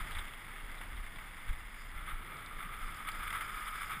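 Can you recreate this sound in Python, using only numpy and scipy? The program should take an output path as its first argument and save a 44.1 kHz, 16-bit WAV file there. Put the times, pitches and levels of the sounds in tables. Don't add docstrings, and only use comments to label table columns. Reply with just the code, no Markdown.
import sys
import numpy as np
from scipy.fft import rfft, irfft, next_fast_len
from scipy.io import wavfile
from scipy.ndimage import uniform_filter1d, map_coordinates

SR = 44100
rng = np.random.default_rng(int(sys.argv[2]) if len(sys.argv) > 2 else 0)


def pcm_store(signal):
    levels = np.round(np.clip(np.atleast_2d(signal), -1, 1) * 32767)
    wavfile.write(sys.argv[1], SR, levels.astype(np.int16).T)


N = 176400
T = np.arange(N) / SR

# centre in Hz, width in Hz, relative level in dB.
CART_BANDS = [(915, 480, -10.5), (1167, 310, -6.5), (1590, 1110, -3), (2065, 520, 0.5), (2760, 840, -10.5),
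              (3404, 620, -9), (4700, 1600, -25.5), (7080, 1240, -26.5), (8730, 1230, -18),
              (9960, 950, -13.5), (10750, 710, -21.5), (13400, 650, -19.5), (14100, 660, -15),
              (14900, 560, -20.5)]


def amp(db):
    return 10 ** (np.asarray(db) / 20)


def unit(x):
    return x / np.sqrt(np.mean(x ** 2) + 1e-20)


def level(points):
    return amp(np.interp(T, *np.transpose(points)))


def wobble(rate_hz):
    return map_coordinates(rng.standard_normal(N // 50), [T * rate_hz], mode="wrap")


def filtered(x, gain):
    size = 2 * next_fast_len(N)
    magnitude = np.maximum(gain(np.fft.rfftfreq(size, 1 / SR)), 1e-6)
    cepstrum = irfft(np.log(magnitude))
    cepstrum[1:size // 2] *= 2
    cepstrum[size // 2 + 1:] = 0
    return irfft(rfft(x, size) * np.exp(rfft(cepstrum)))[:N]


def ring(x, bands):
    def gain(f):
        peaks = (amp(db) / (1 + 2 * ((f - hz) / width_hz) ** 2) ** 2 for hz, width_hz, db in bands)
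        return unit(np.sqrt(sum(peak ** 2 for peak in peaks)))
    return filtered(x, gain)


def bursts(hits, t60_s, attack_s=0.00089):
    envelope = sum(np.clip((T - start_s) / attack_s, 0, 1) * amp(db - 60 * np.abs(T - start_s) / t60_s)
                   for start_s, db in hits)
    return rng.standard_normal(N) * envelope


def contact(flutter_db, flutter_hz=89.87):
    grit_per_s, grit_share, spread_db = 1100, 0.32, 2.5
    grit = rng.standard_normal(N) * amp(spread_db * rng.standard_normal(N))
    grit *= rng.random(N) < grit_per_s / SR
    force = np.sqrt(grit_share) * unit(grit) + np.sqrt(1 - grit_share) * rng.standard_normal(N)
    return unit(force * amp(flutter_db * wobble(flutter_hz)))


def running_wheels():
    # time in seconds, level in dB.
    roll = [(0, -47.5), (.19, -46.5), (.25, -50), (.8, -51), (1.2, -51), (1.7, -52.5), (2, -53.5),
            (2.55, -53), (3.1, -51), (3.3, -52.5), (4, -49.5)]
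    clacks = [(.108, -42), (.578, -57), (.812, -41), (.833, -45), (1.48, -45), (1.49, -42), (1.53, -43),
              (2.42, -47), (2.623, -45), (3.086, -35.5), (3.303, -33.5), (3.327, -35.5), (3.408, -35)]
    return ring(level(roll) * contact(flutter_db=1.12) + bursts(clacks, t60_s=0.048), CART_BANDS)


def guide_wheels():
    # time in seconds, level in dB.
    pressure = [(0, -44), (.06, -55.5), (.2, -51), (.32, -57), (1.9, -61.5), (1.97, -50), (2.2, -52.5),
                (2.4, -49.5), (2.55, -51.5), (2.85, -48.5), (3.03, -47.5), (3.16, -46.5), (3.22, -42.5),
                (3.3, -44), (3.48, -45), (3.6, -42.5), (3.87, -45.5), (4, -49)]
    # centre in seconds, length in seconds, level in dB.
    rubs = [(0.18, 0.035, -48.5), (1.493, 0.019, -52.5), (2.095, .055, -43.5), (2.31, 0.031, -49.5),
            (2.627, 0.038, -43), (2.739, .03, -48), (3.084, 0.022, -39), (3.238, 0.029, -41.5),
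            (3.279, 0.0091, -37), (3.36, 0.035, -37), (3.42, 0.013, -39), (3.685, 0.022, -42.5),
            (3.822, 0.038, -44), (3.929, 0.048, -41)]
    # centre in Hz, width in Hz, relative level in dB.
    guide_bands = [(830, 137, -21.5), (1265, 265, 2), (1540, 540, -7), (2196, 480, -6.5), (3100, 660, -17),
                   (3482, 410, -15), (4060, 660, -32.5), (8510, 390, -20.5), (9170, 410, -31.5),
                   (9850, 580, -19.5), (10660, 400, -17.5), (13290, 440, -20), (14180, 900, -21.5),
                   (14800, 250, -35)]
    flutter_db, spill_db = 1.5, -7.5
    rub_power = sum(amp(db) ** 2 * np.exp(-(2 * (T - centre_s) / length_s) ** 2)
                    for centre_s, length_s, db in rubs)
    scrape = unit(ring(contact(flutter_db), guide_bands))
    cart = unit(ring(contact(flutter_db), CART_BANDS))
    return np.sqrt(level(pressure) ** 2 + rub_power) * scrape + amp(spill_db) * np.sqrt(rub_power) * cart


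def chassis():
    # time in seconds, level in dB.
    shudder = [(0, -27.5), (.08, -54), (.16, -36), (.26, -49.5), (.45, -52.5), (.68, -43.5), (.83, -49),
               (.97, -38.5), (1.08, -46.5), (1.33, -51.5), (1.62, -43), (1.85, -49.5), (1.97, -39.5),
               (2.1, -50.5), (2.42, -55), (2.56, -45), (2.73, -48), (2.86, -40.5), (3, -50.5),
               (3.27, -42.5), (3.36, -52), (3.6, -48), (4, -52)]
    bumps = [(.14, -35), (0.892, -42), (1.471, -25.5), (2.108, -32.5)]
    # centre in Hz, width in Hz, relative level in dB.
    shudder_bands = [(25.55, 18, 1.5), (57.2, 61.4, -16)]
    thud_bands = [(70, 71, 0)]
    swing_hz, swing_t60_s, rise_s = 24.2, 0.26, 0.034
    thud_re_swing_db, thud_t60_s = -14, 0.22
    shake = ring(rng.standard_normal(N), shudder_bands)
    shake /= np.sqrt(np.abs(uniform_filter1d(shake ** 2, size=SR // 6)) + 1e-12)
    thud_noise = ring(rng.standard_normal(N), thud_bands)
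    frame = level(shudder) * shake
    for start_s, db in bumps:
        age_s = T - start_s
        rise = np.clip(age_s / rise_s, 0, 1)
        fall_s = np.maximum(age_s - rise_s, 0)
        swing = amp(-60 * fall_s / swing_t60_s) * np.sin(2 * np.pi * swing_hz * age_s)
        thud = amp(thud_re_swing_db - 60 * fall_s / thud_t60_s) * thud_noise
        frame += amp(db) * rise * (swing + thud)
    return frame


def rattles():
    # start in seconds, level in dB.
    ticks = [(.109, -53), (.715, -55), (2.369, -51), (2.41, -57), (2.461, -46), (2.945, -46.5),
             (3.088, -47), (3.117, -45), (3.304, -48)]
    case_knocks = [(.117, -44.5), (.149, -42.5), (.186, -40.5), (.333, -51), (.781, -51.5), (.965, -52),
                   (1.157, -52), (2.099, -54)]
    seat_knocks = [(2.2, -47), (2.652, -47.5), (3.965, -46.5)]
    # centre in Hz, width in Hz, relative level in dB.
    fitting_bands = [(3870, 1300, -0.62), (4720, 880, 0), (7400, 1300, -3.6)]
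    case_bands = [(2220, 1500, -11), (3380, 870, 13), (8430, 500, 5), (9900, 440, -10), (14000, 540, -31)]
    seat_bands = [(180, 110, 0)]
    return (ring(bursts(ticks, t60_s=0.016), fitting_bands)
            + ring(bursts(case_knocks, t60_s=0.058), case_bands)
            + ring(bursts(seat_knocks, t60_s=0.07), seat_bands))


def gear_hiss():
    # time in seconds, level in dB.
    hiss = [(0, -68), (.2, -70), (.3, -75), (1.72, -73.5), (1.82, -66.5), (1.95, -77), (2.2, -81),
            (2.4, -74), (2.52, -77), (2.7, -77), (2.82, -68), (3.04, -69), (3.15, -67), (3.9, -63.5),
            (4, -67)]
    # centre in Hz, width in Hz, relative level in dB.
    hiss_bands = [(4953, 670, 3.5), (7044, 690, -0.5), (8510, 1700, -7)]
    return level(hiss) * unit(ring(contact(flutter_db=2.0), hiss_bands))


def wind():
    # time in seconds, level in dB.
    airflow = [(0, -54.5), (.4, -59), (.9, -57), (1.3, -59), (1.85, -60), (2.25, -55.5), (2.55, -57.5),
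               (3.15, -56), (3.5, -58), (4, -58)]
    # frequency in Hz, relative spectral density in dB.
    air_spectrum = [(15, -10), (60, -4), (130, -1.5), (200, -5.5), (320, -9), (550, -14), (900, -11),
                    (2000, -29.5), (4000, -25.5), (6000, -47), (15000, -41)]
    gust_hz, gust_db = 14, 1
    hz, db = np.transpose(air_spectrum)
    rush = filtered(rng.standard_normal(N), lambda f: amp(np.interp(np.log(f + 1), np.log(hz), db)))
    return level(airflow) * unit(rush * amp(gust_db * wobble(gust_hz)))


def scene():
    return (running_wheels() + guide_wheels() + chassis() + rattles() + gear_hiss() + wind())[None]


def record(dry):
    top_hz = 15350
    size = next_fast_len(N + SR // 2)
    passband = np.fft.rfftfreq(size, 1 / SR) < top_hz
    return irfft(rfft(dry, size) * passband, size)[..., :N]


dry = scene()
out = record(dry)
pcm_store(out)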